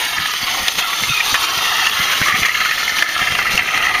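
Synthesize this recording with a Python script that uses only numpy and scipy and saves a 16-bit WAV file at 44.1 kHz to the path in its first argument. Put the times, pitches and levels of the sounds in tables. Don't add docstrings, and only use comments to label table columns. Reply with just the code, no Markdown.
import sys
import numpy as np
from scipy import signal
from scipy.fft import rfft, irfft
from scipy.io import wavfile
from scipy.ndimage import uniform_filter1d

SR = 44100
rng = np.random.default_rng(int(sys.argv[2]) if len(sys.argv) > 2 else 0)


def file_out(sig):
    cols = np.atleast_2d(sig).T
    lim = np.clip(cols, -1, 1)
    pcm = np.round(lim * 32767).astype(np.int16)
    wavfile.write(sys.argv[1], SR, pcm)


N = 176400
TIME = np.arange(N) / SR
BIN_HZ = np.arange(N // 2 + 1) * SR / N


def from_db(db):
    return 10 ** (np.asarray(db) / 20)


def rms_one(x):
    return x / np.sqrt(np.mean(x ** 2) + 1e-20)


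def curve(rows):
    return np.interp(TIME, *np.transpose(rows))


def coloured(x, spectrum):
    hz, db = np.transpose(spectrum)
    eq_db = np.interp(np.log(np.maximum(BIN_HZ, 1)), np.log(hz), db)
    return rms_one(irfft(rfft(x) * from_db(eq_db), N))


def band(x, low_hz, high_hz, order=2):
    return signal.sosfilt(signal.butter(order, [low_hz, high_hz], "band", fs=SR, output="sos"), x)


def drift(rate_hz):
    return rms_one(band(rng.standard_normal(N + SR), rate_hz / 4, rate_hz)[SR:])


def resonate(x, hz, width_hz):
    r = np.exp(-np.pi * width_hz / SR)
    return signal.lfilter([1, 0, -1], [1, -2 * r * np.cos(2 * np.pi * hz / SR), r * r], x + 1e-18)


def grains(per_s, spread_db):
    sizes = from_db(spread_db * np.minimum(rng.exponential(1, N), 5)) * rng.choice([-1, 1], N)
    return sizes * (rng.random(N) < per_s / SR)


# time_s, relative_level_db
GRIND_LEVEL = [(0.0, -22), (0.18, -28.5), (0.66, -24.5), (0.69, -23.5), (0.7, -23), (0.75, -26),
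               (0.78, -23), (0.79, -19), (0.82, -28), (1.05, -22), (1.22, -26.5), (1.27, -21), (1.35, -22),
               (1.39, -24.5), (1.44, -20), (1.46, -26.5), (1.65, -21.5), (1.66, -23.5), (2.28, -23.5),
               (2.34, -30), (2.37, -22.5), (2.45, -26), (2.46, -17), (2.48, -27), (2.52, -28),
               (2.88, -25.5), (2.945, -28.5), (2.975, -22), (3.0, -25.5), (3.03, -25), (3.07, -28.5),
               (3.1, -25), (3.5, -30), (3.51, -22.5), (3.62, -28), (4.0, -30)]
# frequency_hz, gain_db
GRIT_EQ = [(150, -17), (400, -10.5), (700, -9.5), (1000, -4), (1300, -1.5), (1550, -8), (1900, 0.5),
           (2500, -2), (3300, 2), (3900, -2), (4400, -1), (5100, -7), (6300, -6), (7200, -11.5),
           (8800, -12.5), (10200, -17.5), (11200, -14), (12100, -21), (13200, -14), (15400, -18)]
# pitch_hz, width_hz, relative_level_db
SKID_MODES = [(5090, 60, -17), (5930, 380, -10.5), (6360, 190, -12.5), (8820, 100, -19), (9530, 160, -17),
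              (10600, 170, -30), (10780, 98, -27), (11460, 110, -24.5), (12200, 60, -30), (12300, 50, -21),
              (13200, 70, -19), (13500, 45, -17), (13800, 50, -29), (14320, 80, -35), (14780, 45, -34)]


def skids():
    crush = rfft(grains(per_s=9000, spread_db=1.5))
    octave = np.searchsorted([250, 500, 1000, 2000, 4000, 8000], BIN_HZ)
    grit = sum(irfft(crush * (octave == k), N) * from_db(1.72 * drift(25)) for k in range(7))
    ringing = 0
    for hz, width_hz, db in SKID_MODES:
        waver_db = 3 * drift(19)
        ring = resonate(grains(per_s=9000, spread_db=1.5), hz, width_hz)
        ringing += from_db(db + waver_db) * rms_one(ring)
    crunch = from_db(3.5) * coloured(grit, GRIT_EQ)
    sheen = from_db(-1) * band(ringing, 4600, 14700)
    return from_db(curve(GRIND_LEVEL)) * (crunch + sheen)


# time_s, relative_level_db
SHAKE_LEVEL = [(0.0, -21), (0.26, -17), (0.38, -24.5), (0.49, -20.5), (0.61, -25.5), (0.69, -18.5),
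               (0.71, -37), (0.81, -19.5), (1.08, -24), (1.21, -21.5), (1.22, -22), (1.34, -29),
               (1.35, -10), (1.37, -19.5), (1.86, -17.5), (1.87, -15), (1.89, -17), (2.29, -17.5),
               (2.315, -21.5), (2.36, -14.5), (2.39, -28.5), (2.45, -16.5), (2.53, -22), (2.56, -18),
               (3.01, -23.5), (3.03, -17), (3.04, -23), (3.1, -20.5), (3.46, -20), (3.49, -22.5),
               (3.57, -24), (3.595, -10), (3.61, -19.5), (3.66, -18.5), (3.69, -17), (4.0, -18)]
# pitch_hz, width_hz, near_gain_db, far_gain_db
FRAME_MODES = [(732, 73, -15, -16), (906, 220, -16.5, -23), (1121, 150, -12, -23), (1282, 75, -8, -5),
               (1370, 140, -13.5, -13), (1750, 90, -8, -3.5), (1976, 166, -8, -1), (2150, 190, -11, -4),
               (2712, 300, -7.5, -4), (3177, 160, -10, -9.5), (3660, 58, -15, -28), (4200, 190, -17, -16.5)]


def frame(far_from_s=2.16, far_by_s=2.34, pitch_wander=0.02258, flex_hz=16.09):
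    chatter_db = 1.5 * drift(26.5)
    jolts = grains(per_s=2200, spread_db=3) * from_db(chatter_db)
    out = 0
    for hz, width_hz, near_db, far_db in FRAME_MODES:
        ring = resonate(jolts * rng.standard_normal(N), hz, width_hz)
        ring = band(ring, hz / 1.22, hz * 1.206, order=1)
        bend_s = np.cumsum(pitch_wander * drift(flex_hz)) / SR
        ring = np.interp(TIME + bend_s, TIME, ring)
        distance_db = curve([(far_from_s, near_db), (far_by_s, far_db)])
        sway_db = drift(flex_hz)
        out += from_db(distance_db + sway_db) * rms_one(ring)
    return from_db(curve(SHAKE_LEVEL) - 2.5) * out


def steel_modes(x, ring_share=0.25, decay_s=0.007, shifts_per_s=6):
    t = TIME[:SR // 25]
    out = np.sqrt(1 - ring_share) * x
    for k in range(int(N / SR * shifts_per_s) + 2):
        modes = rng.standard_normal(len(t)) * np.exp(-t / decay_s)
        crossfade = np.sqrt(np.maximum(1 - np.abs(TIME * shifts_per_s - k), 0))
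        out += np.sqrt(ring_share / np.sum(modes ** 2)) * signal.oaconvolve(x * crossfade, modes)[:N]
    return out


# time_s, gain_db
HOLLOW_GAIN = [(0, 2), (.15, -2), (.35, -6.5), (.47, 2), (.56, 6.5), (.65, -0.5), (.95, -0.5), (1.1, -8),
               (1.25, 1), (1.8, 0), (2.15, -3.5), (2.28, 1), (2.45, -3), (2.55, -7.5), (2.66, -4),
               (2.72, -5), (2.86, -1), (2.98, 1.5), (3.05, 2.5), (3.25, 1.5), (3.46, -1), (3.55, 7),
               (3.63, 1.5), (3.85, 3.5), (4, 0)]


def scrape(hollow_below_hz=1100):
    x = steel_modes(skids() + frame())
    low = signal.sosfiltfilt(signal.butter(4, hollow_below_hz, fs=SR, output="sos"), x)
    return x - low + from_db(curve(HOLLOW_GAIN)) * low


def catches(decay_s=0.0045):
    ticks = np.abs(grains(per_s=45, spread_db=1.5))
    envelope = signal.lfilter([1], [1, -np.exp(-1 / (decay_s * SR))], ticks + 1e-18)
    return from_db(curve(GRIND_LEVEL)) * envelope * coloured(rng.standard_normal(N), GRIT_EQ)


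def pings(per_s=110, low_hz=2676, high_hz=14730, decay_s=0.0054, db_per_octave=-2, spread_db=3.5):
    out, t = np.zeros(N + SR), TIME[:SR // 16]
    level_db = curve(GRIND_LEVEL) - 3
    for when, pitch, softness in rng.random((int(per_s * N / SR), 3)):
        start = int(when * N)
        hz = low_hz + pitch * (high_hz - low_hz)
        db = level_db[start] + db_per_octave * np.log2(hz / low_hz) + spread_db * (1 - 2 * softness)
        out[start:start + len(t)] += from_db(db) * np.sin(2 * np.pi * hz * t) * np.exp(-t / decay_s)
    return out[:N]


# time_s, level_db
RUMBLE_LEVEL = [(0, -46), (1, -44.5), (1.2, -47), (1.6, -41), (2.3, -40), (2.8, -41.5), (3.1, -42),
                (3.35, -36.5), (4, -35.5)]
# frequency_hz, gain_db
RUMBLE_EQ = [(20, 0), (55, 1.5), (130, -0.5), (260, -1.5), (500, -2), (900, -6), (2000, -52)]


def rumble():
    flutter_db = 2.1 * drift(23)
    return from_db(curve(RUMBLE_LEVEL) + flutter_db) * coloured(rng.standard_normal(N), RUMBLE_EQ)


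# start_s, relative_level_db, pitch_hz, contact_s, crack_db, purity (0 rattle, 1 clank)
BUMP_HITS = [(0.181, -8.5, 1980, .006, -13, 0.2), (0.259, -9, 3200, 0.0051, -8, 0.1),
             (0.336, -7, 1180, 0.0042, -2, 0.5), (0.473, -19, 1180, 0.0026, 12, 0.4),
             (0.6818, 4, 3500, .002, 0, 0.2), (0.684, -0.5, 2870, 0.0019, -8.5, 0.07),
             (0.785, -7.5, 1070, 0.018, 1, 0.1), (0.931, -7.5, 1910, 0.0085, -8, 0.1),
             (1.036, 1.5, 2120, 0.0008, -9, 0.5), (1.2047, -0.5, 2394, 0.0059, -15, 0.7),
             (1.3435, 7, 1850, 0.00048, -8, 0.7), (1.3465, 3.5, 1490, 0.00037, -4, 0.5),
             (1.3484, 4.5, 2480, 0.00055, -16, 0.7), (1.844, -5.5, 2660, .004, -4, 0.6),
             (1.8702, 6, 2750, .0009, -6, 0.6), (2.114, -7, 1690, 0.025, -8, 0),
             (2.2157, 3.5, 1550, 0.00046, -21, 0.8), (2.2835, 0.5, 1920, 0.0023, -9, 0.6),
             (2.297, -3, 1850, .003, -23, 0.3), (2.3244, 1.5, 1880, 0.0023, -20, 0.7),
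             (2.431, -6, 2070, .008, -22, 0.5), (2.4494, 1.5, 1870, 0.0031, -19, 0.8),
             (2.455, -6, 2020, 0.0059, -14, 0.4), (2.484, -2.5, 2020, .003, -5, 0.7),
             (2.551, -6.5, 1750, 0.0063, -13, 0.6), (2.603, -5.5, 2050, 0.009, -11, 0.5),
             (2.6496, -1, 1930, 0.0027, -20, 0.3), (2.6572, -1.5, 1440, 0.003, -20, 0.6),
             (2.694, -8, 1810, 0.0022, -11, .7), (2.7122, 2, 1870, .0007, -15, 0.6),
             (2.779, -6.5, 1830, 0.0039, -22, .8), (2.83, -8, 1790, 0.0037, -9, 0.6),
             (2.878, -2.5, 2080, 0.0039, -16, 0.5), (2.898, -7, 1800, 0.0043, -15, 0.8),
             (2.986, 0, 2430, 0.00087, -13, 0.5), (3.0234, 4.5, 1750, 0.0057, -10.5, 0.4),
             (3.089, -1, 1795, .003, -7, .6), (3.1644, -4, 1324, 0.0025, -16, 0.9),
             (3.192, -4, 1320, 0.0035, -16, 1), (3.28, -5.5, 1750, 0.003, -14.5, .7),
             (3.351, -7.5, 2930, .004, -5, .5), (3.425, -7, 1810, .005, -18, 0.9),
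             (3.226, -4, 1770, 0.0035, -14, 0.88), (3.32, -6, 2030, 0.0043, -4, .7),
             (3.388, 1, 1380, .0018, -17, 0.2), (3.4545, -5, 1310, .004, -16, 0.8),
             (3.555, 1, 2160, .0004, -6, .8), (3.5773, 6, 2770, 0.0016, -9.5, 1),
             (3.6223, 2, 2000, 0.0022, -20, 0.84), (3.687, -6, 1940, 0.0097, -12, 0.3),
             (3.742, -4, 1950, .003, -15, .8), (3.776, -7, 2100, 0.0026, 0, 0.7),
             (3.85, -6, 1800, 0.0032, -11.5, 0.4), (3.94, -7, 1930, 0.0087, -17, 0.55),
             (3.98, -9, 2100, 0.0076, -14, 0.7)]


def knocks(trim_db=-9.5, fall_s=0.0015, tail_db=-6, tail_s=0.013):
    out, t = np.zeros(N + SR), TIME[:SR // 8]
    for start_s, db, hz, contact_s, crack_db, purity in BUMP_HITS:
        rattle_noise, crack_noise = rng.standard_normal((2, len(t)))
        rattle = rms_one(band(resonate(rattle_noise, hz, width_hz=660), 1060, 3700))
        ring = np.sqrt(2 * purity) * np.sin(2 * np.pi * hz * t) + np.sqrt(1 - purity) * rattle
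        crack = from_db(crack_db) * rms_one(band(crack_noise, 500, 6100))
        blow = np.exp(-np.maximum(t - contact_s, 0) / fall_s)
        tail = from_db(tail_db) * np.exp(-t / tail_s)
        hit = (ring + crack) * (blow + tail)
        hit *= np.sqrt(np.sum(blow ** 2) / np.sum(hit ** 2))
        start = int(start_s * SR)
        out[start:start + len(t)] += from_db(db + trim_db) * hit
    return out[:N]


# peak_s, relative_level_db, rise_and_fall_s
BUFFET_SWELLS = [(0.196, -26.5, 0.023), (0.433, -26.5, 0.011), (0.624, -25, 0.0091), (0.781, -28, 0.019),
                 (1.025, -25, 0.015), (1.1, -19, 0.013), (1.331, -19, 0.0038), (1.578, -26.5, .006),
                 (2.002, -18, 0.0046), (2.217, -14.5, 0.0059), (2.345, -22.5, 0.013),
                 (2.392, -21.5, 0.0066), (2.422, -20.5, 0.0078), (3.217, -21.5, 0.007), (3.32, -22, 0.013),
                 (3.427, -31, 0.011), (3.544, -19, 0.0072), (3.61, -26, 0.02)]


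def buffets(trim_db=-4):
    air = band(rng.standard_normal(N), 39.4, 201)
    out = 0
    for peak_s, db, rise_and_fall_s in BUFFET_SWELLS:
        swell = np.exp(-np.minimum(np.abs(TIME - peak_s) / rise_and_fall_s, 20))
        thump = air * swell
        out += from_db(db + trim_db) * thump * np.sqrt(np.sum(swell ** 2) / np.sum(thump ** 2))
    return out


# start_s, length_s, start_pitch_hz, end_pitch_hz, relative_level_db
SQUEAL_GLIDES = [(.42, 0.039, 4550, 4590, -29), (.63, 0.068, 1870, 1840, -31),
                 (0.826, 0.058, 1373, 1315, -26.5), (.83, 0.13, 3660, 3650, -35),
                 (0.866, 0.085, 1095, 1160, -29), (1.08, 0.055, 2600, 2470, -24),
                 (1.075, 0.089, 3690, 3685, -27), (1.1, 0.052, 1396, 1353, -26.5),
                 (1.135, 0.065, 2530, 2450, -22.5), (1.173, 0.043, 3690, 3650, -30),
                 (1.197, 0.018, 1885, 1890, -18.5), (1.252, .05, 3600, 3700, -30),
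                 (2.285, .036, 1244, 1114, -22), (2.478, 0.031, 1873, 1970, -20),
                 (2.651, 0.022, 1407, 1460, -26)]


def squeals(trim_db=1):
    out = np.zeros(N)
    jitter_hz, rough_db = 32 * drift(180), 3.5 * drift(110)
    for start_s, length_s, start_hz, end_hz, db in SQUEAL_GLIDES:
        progress = np.linspace(0, 1, int(length_s * SR))
        span = int(start_s * SR) + np.arange(len(progress))
        hz = start_hz + progress * (end_hz - start_hz) + jitter_hz[span]
        envelope = np.sqrt(progress * (1 - progress)) * from_db(rough_db[span])
        tone = np.sin(2 * np.pi * np.cumsum(hz) / SR)
        out[span] += from_db(db + trim_db) * rms_one(tone * envelope)
    return out


def scene():
    return (scrape() + catches() + pings() + rumble() + knocks() + buffets() + squeals())[None]


def gain_control(x, threshold_db=-10.5, duck_share=0.8, recover_db_per_s=28, attack_s=0.0049):
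    level_db = 10 * np.log10(np.abs(uniform_filter1d(x ** 2, size=130)) + 1e-9)
    excess_db = np.maximum(level_db - threshold_db, 0)
    recovery_db = recover_db_per_s * TIME
    duck_db = np.maximum.accumulate(duck_share * excess_db + recovery_db) - recovery_db
    pole = np.exp(-1 / (attack_s * SR))
    return x * from_db(-signal.lfilter([1 - pole], [1, -pole], duck_db))


def record(dry, notch_hz=7863, notch_width_hz=1550, cutoff_hz=15500):
    x = signal.lfilter(*signal.iirnotch(notch_hz, Q=notch_hz / notch_width_hz, fs=SR), dry[0])
    x = signal.lfilter(*signal.iirnotch(notch_hz, Q=22, fs=SR), x)
    x = np.clip(gain_control(x), -1, 1)
    return signal.sosfilt(signal.ellip(12, 0.2, 75, cutoff_hz, fs=SR, output="sos"), x)[None]


dry = scene()
out = record(dry)
file_out(out)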